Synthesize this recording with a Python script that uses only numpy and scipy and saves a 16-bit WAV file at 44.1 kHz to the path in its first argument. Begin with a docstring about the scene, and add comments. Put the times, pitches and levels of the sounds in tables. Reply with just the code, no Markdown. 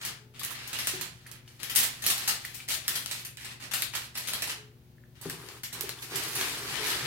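"""A small kitchen with hard cabinets, an appliance humming, a two-port microphone a few steps from the pan.
First, hands crimp aluminium foil round the pan: each crease snaps and sets off a cascade of tiny buckles,
the sheet rustles in between, and the cabinets ring after every crackle. After a short lull, about five
seconds in, the carton is picked up with a hollow knock. Last, a new sheet is drawn off in two tugs
and a long pull, while the roll rumbles in its carton."""
import sys
import numpy as np
from scipy import signal
from scipy.fft import rfft, irfft, next_fast_len
from scipy.io import wavfile
from scipy.ndimage import uniform_filter1d

SR = 44100
rng = np.random.default_rng(int(sys.argv[2]) if len(sys.argv) > 2 else 0)


def to_wav(s):
    """Save 16-bit WAV."""
    ch = np.atleast_2d(s).T  # columns
    pcm = np.round(np.clip(ch, -1, 1) * 32767)  # PCM
    wavfile.write(sys.argv[1], SR, pcm.astype(np.int16))


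N = 311346


def creases(smear_s=0.002414, base_decay_s=0.0053, doubling_db=28, snap_relief=0.58, rise_s=0.00075):
    """A fold in the foil gives way with one snap, then its neighbours buckle in a dying cascade."""
    # the creases that stand out: (time [s], snap level [dB], cascade level [dB], brightness [dB/octave])
    folds = [(0.05, -21.5, -11.5, 6.1), (0.394, -23, -12.5, 2.5), (0.433, -19, -8.5, 4),
             (0.449, -15, -17, 5.5), (0.507, -30, -19, 6), (0.676, -28, -23.5, 7), (0.73, -19, -1.5, -1.5),
             (0.788, -10, -0.5, -1), (0.8713, -3, 0, 2), (1.0115, -11.5, -5.5, 1.6),
             (1.2655, -35, -22, 1.5), (1.3149, -23.5, -22.5, 3.5), (1.4778, -37, -22.5, -2),
             (1.6315, -12, -9.5, 2.5), (1.6968, -21, -4, 1.8), (1.752, -15, -11.5, 6),
             (1.7593, -12, -0.5, 5.5), (1.778, -27, 0, -4), (1.828, -28, 1.5, 3.6), (2.021, -25, -9.5, 3.5),
             (2.0646, -6, -0.5, 5), (2.1, -22, 2, 3), (2.179, -19, -10.5, 4), (2.2768, -16, 3.5, 3.5),
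             (2.292, -14, -5.5, 3), (2.4512, -19, -14.5, 2), (2.5443, -38, -19.5, 7),
             (2.6861, -13, -7.5, 1.5), (2.721, -29, -6, -1.5), (2.88, -3.5, 0.5, 3.5),
             (2.9544, -14, -1, 1.5), (3.06, -5, -7.5, -1.4), (3.1109, -23, -2, 1.5), (3.249, -26, -12, 3.5),
             (3.3712, -16.5, -15.5, -1.5), (3.4454, -32, -7.5, -1.5), (3.711, -28, -4, -1),
             (3.736, -13, -0.5, 2.5), (3.821, -4.5, -3.5, 2), (3.9355, -24, -1, -5.5),
             (3.95, -25, -1.5, 1.7), (4.153, -29, -3, -3), (4.174, -18, -7.5, 3.5), (4.274, -15, -8.5, 2.5),
             (4.2853, -9.5, -2.5, -0.5), (4.3343, -7.5, -2, 1.1), (4.421, -10, -0.5, 1),
             (4.472, -21, -4, -2), (4.495, -19, -1.5, -1), (5.2137, -32, -23, 5.5),
             (5.2982, -13, -9.5, 1.5), (5.4873, -17, -14.5, -3.5), (5.6336, -21.5, -8, 2.5),
             (5.727, -39, -10.5, 3), (5.8096, -11, -15, 4), (5.8921, -9, -8, 0), (6.02, -31, -8.5, 0.5),
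             (6.157, -14.5, -9, 5), (6.236, -23, -27, 7), (6.3518, -36, -12, 7), (6.412, -2.5, -4, -1.5)]
    snaps, cascades = np.zeros((2, 2, N))
    t = np.arange(2 ** 13) / SR
    hz = bins(2 ** 10)
    for s, snap_db, cascade_db, brightness_db in folds:
        # bending waves are dispersive: the treble of a snap arrives first, the rest is smeared behind it
        delay = smear_s * np.exp(-hz / rng.uniform(3500, 5500))
        snap = irfft(np.exp(-2j * np.pi * np.cumsum(delay * np.gradient(hz))))
        add(snaps, s, undb(snap_db - 3) * facet(snap, brightness_db + 2.4))
        # a cascade runs on for longer when it is big and when its snap has released little
        decay_s = base_decay_s * 2 ** ((cascade_db - snap_relief * snap_db) / doubling_db)
        envelope = np.exp(-t / decay_s) * (1 - np.exp(-t / rise_s))
        cascade = buckles(envelope, per_second=7000, spread_db=4)
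        add(cascades, s, undb(cascade_db) * facet(cascade, brightness_db))
    return snaps, cascades


def buckles(envelope, per_second, spread_db):
    """Random tiny clicks under an envelope, many weak and few strong; total energy 1."""
    size = len(envelope)
    strength = undb(spread_db * np.minimum(rng.exponential(size=size), 4))
    fires = rng.random(size) < per_second / SR
    clicks = fires * rng.choice([-1, 1], size) * strength * envelope
    return unit(clicks) / np.sqrt(size)


def facet(x, brightness_db, patchy_db=1.7, knee_hz=3000, pan_db=2.51, lag_ms=0.091, wander_ms=0.037):
    """One patch of the sheet radiates, with its own resonances and its own direction to the two ports."""
    # what buckling foil radiates: (frequency [Hz], level [dB])
    foil = [(60, -6.5), (150, -7.5), (300, -3.5), (480, -8.5), (670, -4), (1120, -1.4), (1750, 5),
            (2800, 5), (4400, 4), (6600, 0.2), (9800, 0.26), (14000, -3), (16000, -9)]
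    hz = bins(x.shape[-1])
    resonances = np.geomspace(300, 16000, 36)
    ripple_db = patchy_db * np.interp(hz, resonances, rng.standard_normal(len(resonances)))
    tilt_db = brightness_db * np.log2(np.hypot(1, hz / knee_hz))
    sound = colour(x, read(foil, hz) + tilt_db + ripple_db) / np.sqrt(np.mean(undb(ripple_db) ** 2))
    lag_s = (lag_ms + wander_ms * rng.standard_normal()) / 1000
    left = irfft(rfft(sound) * np.exp(-2j * np.pi * hz * lag_s))
    pan = undb(pan_db * rng.standard_normal())
    return np.array([left * pan, sound / pan])


def movement(attack_s=0.0067, release_s=0.005):
    """Level and brightness of the sheet: each press swells, holds and fades; the draw follows the arm."""
    # hands press the sheet round the pan, then shift the carton:
    # (time [s], hold [s], level [dB], brightness [dB/octave])
    presses = [(-0.02, 0.11, -36.5, -2.5), (0.335, 0.06, -47.5, -4.5), (0.41, 0.35, -40, -5),
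               (0.738, 0.22, -38, -1), (0.956, 0.11, -42.5, -2.5), (1.08, 0.16, -56, -4),
               (1.242, 0.13, -47, -13.5), (1.454, 0.18, -60, -1), (1.591, 0.26, -42, -3),
               (1.745, 0.069, -33, 5), (1.863, 0.18, -47, -2), (2.032, 0.082, -31, 0.5),
               (2.143, 0.21, -38, -1), (2.39, 0.24, -48, -0.5), (2.678, 0.067, -34, 3),
               (2.83, 0.11, -43, -3), (2.866, 0.16, -44.5, 2), (3.076, 0.14, -43.5, 0),
               (3.39, 0.13, -43.5, -2.5), (3.597, 0.07, -38, -4), (3.726, 0.083, -38.5, 2),
               (3.924, 0.13, -44, -1), (4.141, 0.39, -41.5, -1.5), (5.145, 0.07, -56, -4.5),
               (5.22, 0.13, -45.5, -0.5), (5.368, 0.21, -51.5, 0.5), (5.73, 0.17, -43.5, -2),
               (5.95, 0.2, -52.5, 2)]
    # a new sheet comes off the roll: (time [s], level [dB], brightness [dB/octave])
    draw = [(6.1, -37.5, -2), (6.15, -30.5, -4.5), (6.31, -41, 2), (6.39, -31, -0.5), (6.6, -38.5, -1),
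            (6.8, -31, -3.5), (6.89, -28, -0.5), (7.0, -34, -4), (7.06, -29.5, -3.5)]
    t = np.arange(N) / SR
    s, level_db, brightness_db = np.transpose(draw)
    power = undb(np.interp(t, s, level_db, left=-120)) ** 2
    weighted_tilt = power * np.interp(t, s, brightness_db)
    for start, hold_s, db, tilt_db in presses:
        swell = np.clip((t - start) / attack_s, 0, 1)
        fade = np.exp(-np.clip((t - start - hold_s) / release_s, 0, 20))
        press = (undb(db) * swell * fade) ** 2
        power += press
        weighted_tilt += press * tilt_db
    return 10 * np.log10(power), weighted_tilt / power


def rustle(level_db, brightness_db, size=2048):
    """Overlapping patches of the moving sheet crackle, one after another."""
    out = np.zeros((2, N))
    swell = np.sin(np.pi * np.arange(size) / size)
    hop = size // 2
    for start in range(0, N, hop):
        patch = np.pad(buckles(swell, per_second=1700, spread_db=5), (0, hop)) * np.sqrt(hop)
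        add(out, start / SR, facet(patch, brightness_db[min(start + hop, N - 1)]))
    return out * undb(level_db)


def roll(level_db, lift_s=5.21, rumble_db=-45.5, steady_pull_db=-37, db_per_db=0.43):
    """The cardboard core catches and slips against the carton as it is lifted and the sheet is drawn."""
    # resonances of the hollow carton round the roll: (frequency [Hz], level [dB])
    carton = [(60, -14), (140, 5.5), (220, -8.5), (320, 2), (400, 5), (470, 0), (580, -8.5), (900, -2.5),
              (1200, -0.5), (2000, -6), (5000, -63)]
    size = next_fast_len(N, True)
    slips = buckles(np.ones(size), per_second=500, spread_db=2)
    rumble = unit(colour(slips, read(carton, bins(size))))[:N]
    lifted = np.arange(N) / SR > lift_s
    return rumble * lifted * undb(rumble_db + db_per_db * (level_db - steady_pull_db))


def knocks():
    """Soft knocks ring a hollow body and the worktop under it; light ticks clack and ring a higher mode."""
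    # soft knocks of hands, pan and carton:
    # (time [s], ring level [dB], ring pitch [Hz], ring t60 [s], worktop thud level [dB])
    bumps = [(0.199, -57.5, 424, 0.69, -80), (0.936, -31, 367, 0.097, -41), (0.99, -43, 370, 0.082, -43),
             (4.579, -52.5, 425, 0.57, -82), (5.257, -24, 390, 0.043, -31), (5.439, -35.5, 375, 0.038, -60),
             (5.839, -29, 397, 0.062, -58), (6.139, -36, 393, 0.18, -40), (6.38, -35, 374, 0.062, -40),
             (6.799, -36.5, 424, 0.28, -60)]
    # light ticks of things being handled: (time [s], level [dB], pitch [Hz], t60 [s])
    ticks = [(0.413, -31, 1150, 0.027), (0.508, -27.5, 1180, 0.04), (0.768, -24, 2950, 0.023),
             (1.263, -30, 1810, 0.011), (1.477, -26.5, 2920, 0.0073), (2.449, -13, 1960, 0.0068),
             (2.602, -22, 2390, 0.014), (3.384, -37, 1740, 0.024), (3.823, -17, 2210, 0.015),
             (4.982, -47, 1760, 0.015), (5.037, -47, 1720, 0.025), (5.299, -31.5, 1820, 0.042),
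             (5.723, -39, 1910, 0.033), (5.987, -40, 3470, 0.097)]
    out = np.zeros(N)
    thud = ring(hz=162, t60=0.17, contact_s=0.0039) + undb(-6) * ring(hz=270, t60=0.17, contact_s=0.0035)
    for s, ring_db, hz, t60, thud_db in bumps:
        hollow = ring(hz, t60, contact_s=0.00086) + undb(-15) * ring(2.05 * hz, t60, contact_s=0.0018)
        add(out, s, undb(ring_db) * hollow + undb(thud_db) * thud)
    for s, db, hz, t60 in ticks:
        tick = undb(db) * ring(hz, t60, contact_s=0.00096)
        add(out, s, undb(-2) * tick)
        add(out, s, undb(-3) * np.sqrt(np.sum(tick ** 2)) * clack(hz))
    return out


def ring(hz, t60, contact_s):
    """A damped mode, pushed for as long as the contact lasts."""
    t = np.arange(SR // 2) / SR
    return np.sin(2 * np.pi * hz * t) * np.exp(-np.log(1000) * t / t60) * (1 - np.exp(-t / contact_s))


def clack(hz, decay_s=0.0036, fall_db_per_octave=26, size=2048):
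    """The dry contact of a tick: a burst of noise that falls away on both sides of its pitch; energy 1."""
    burst = rng.standard_normal(size) * np.exp(-np.arange(size) / SR / decay_s)
    octaves_off = np.abs(np.log2(bins(size) / hz))
    return unit(colour(burst, -fall_db_per_octave * octaves_off)) / np.sqrt(size)


def kitchen(x, spots, dwell):
    """A moving sound reaches the room from one of several spots, drawn anew every dwell samples."""
    spot = np.repeat(rng.integers(spots, size=N // dwell + 1), dwell)[:N]
    length = next_fast_len(N + SR // 2, True)
    spectrum = 0
    for k in range(spots):
        share = np.sin(np.pi / 2 * uniform_filter1d(1. * (spot == k), dwell))
        spectrum = spectrum + rfft(np.float32(x * share), length) * rfft(np.float32(echoes()), length)
    return irfft(spectrum, length)[:, :N]


def echoes(build_s=0.0017, early_s=0.038, sparse_db=3, size=2 ** 14):
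    """The room from one spot: reflections from worktop and cabinets thicken into a short bright tail."""
    # reverberation of the kitchen: (frequency [Hz], t60 [s])
    room_t60 = [(150, 0.58), (500, 0.45), (3000, 0.37), (7000, 0.31), (14000, 0.21)]
    t, hz = np.arange(size) / SR, bins(size)
    glints = undb(sparse_db * np.exp(-t / early_s) * np.repeat(rng.standard_normal(size // 16), 16))
    field = rfft(diffuse(size) * glints * (1 - np.exp(-t / build_s)))
    centres, t60s = np.transpose(room_t60)
    response = 0
    for share, t60 in zip(np.eye(len(centres)), t60s):
        band = irfft(field * np.interp(np.log(hz), np.log(centres), share))
        response = response + band * np.exp(-np.log(1000) * t / t60) / np.sqrt(t60)
    return np.array([unit(port) for port in response]) / np.sqrt(size)


def room_tone(waver_rad=0.15, air_db=-56.5, rumble_db=-73, rumble_hz=70):
    """An appliance hums, wavering a little, over still air; each port has a faint rumble of its own."""
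    # tones of the appliance: (frequency [Hz], level [dB])
    hum_tones = [(119.8, -57.5), (141, -64), (240, -70), (360, -70.5), (479, -83.5)]
    # spectrum of the kitchen's still air: (frequency [Hz], relative level [dB])
    air_spectrum = [(25, 4.5), (40, -23), (57, 0), (90, -1), (130, 0), (190, -6.5), (300, -12), (430, -16),
                    (600, -19.5), (1000, -25), (2000, -26), (4000, -28), (8000, -34.5), (16000, -29)]
    t = np.arange(N) / SR
    drift_times = np.arange(0, 8, 1 / 5)
    hum = 0
    for hz, db in hum_tones:
        drift = waver_rad * np.interp(t, drift_times, rng.standard_normal(len(drift_times)))
        hum = hum + undb(db) * np.sqrt(2) * np.sin(2 * np.pi * (hz * t + rng.random()) + drift)
    air = unit(colour(diffuse(N), read(air_spectrum, bins(N))))
    low_pass = signal.butter(2, rumble_hz, fs=SR, output="sos")
    rumble = unit(signal.sosfilt(low_pass, rng.standard_normal((2, N))))
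    return hum + undb(air_db) * air + undb(rumble_db) * rumble


def diffuse(size, alike_hz=520):
    """Noise from all round the microphone: the two ports agree in the bass and part in the treble."""
    alike = 1 / (1 + (bins(size) / alike_hz) ** 2)
    mid, side = rfft(rng.standard_normal((2, size)))
    mid, side = mid * np.sqrt((1 + alike) / 2), side * np.sqrt((1 - alike) / 2)
    return irfft(np.array([mid + side, mid - side]), size)


def undb(db):
    """Decibels to gain."""
    return 10 ** (np.asarray(db) / 20)


def unit(x):
    """Scale to rms 1."""
    return x / np.sqrt(np.mean(x ** 2) + 1e-20)


def bins(size):
    """Frequencies of a spectrum of this many samples, floored at 1 Hz."""
    return np.maximum(np.fft.rfftfreq(size, 1 / SR), 1)


def read(points, hz):
    """Join (frequency [Hz], value) points on a log-frequency axis."""
    f, value = np.transpose(points)
    return np.interp(np.log(hz), np.log(f), value)


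def colour(x, db):
    """Minimum-phase filter with this gain at each frequency."""
    size = x.shape[-1]
    cepstrum = irfft(np.log(undb(db)), size)
    cepstrum[1:size // 2] *= 2
    cepstrum[size // 2 + 1:] = 0
    return irfft(rfft(x) * np.exp(rfft(cepstrum)), size)


def add(out, s, x):
    """Mix a sound in at s seconds."""
    start = int(np.clip(s * SR, 0, N - 1))
    out[..., start:start + x.shape[-1]] += x[..., :N - start]


def scene():
    """From a few steps away, foil and carton reach the microphone straight and by way of the room."""
    snaps, cascades = creases()
    level_db, brightness_db = movement()
    crackle = cascades + rustle(level_db, brightness_db)
    body = roll(level_db) + knocks()
    direct = snaps + undb(-6) * crackle + undb(-2) * body
    # the crackle darts about the sheet; the carton moves more slowly
    foil_room = kitchen(undb(-3) * snaps + undb(-0.1) * crackle, spots=6, dwell=64)
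    body_room = kitchen(undb(-6) * body, spots=2, dwell=500)
    return direct + foil_room + body_room + room_tone()


def record(dry, low_cut_hz=38, top_hz=15900):
    """The microphone's two ports differ a little in colour; the deepest bass and the top are cut."""
    # the left port against the right: (frequency [Hz], level [dB])
    port_balance = [(100, 3.5), (1000, 1.5), (4500, 2.5), (8000, 0.3), (15000, -1)]
    half_db = read(port_balance, bins(N)) / 2
    ports = np.array([colour(dry[0], half_db), colour(dry[1], -half_db)])
    ports = signal.sosfilt(signal.butter(3, low_cut_hz, "high", fs=SR, output="sos"), ports)
    return signal.sosfilt(signal.ellip(10, .2, 80, top_hz, fs=SR, output="sos"), ports)


dry = scene()
out = record(dry)
to_wav(out)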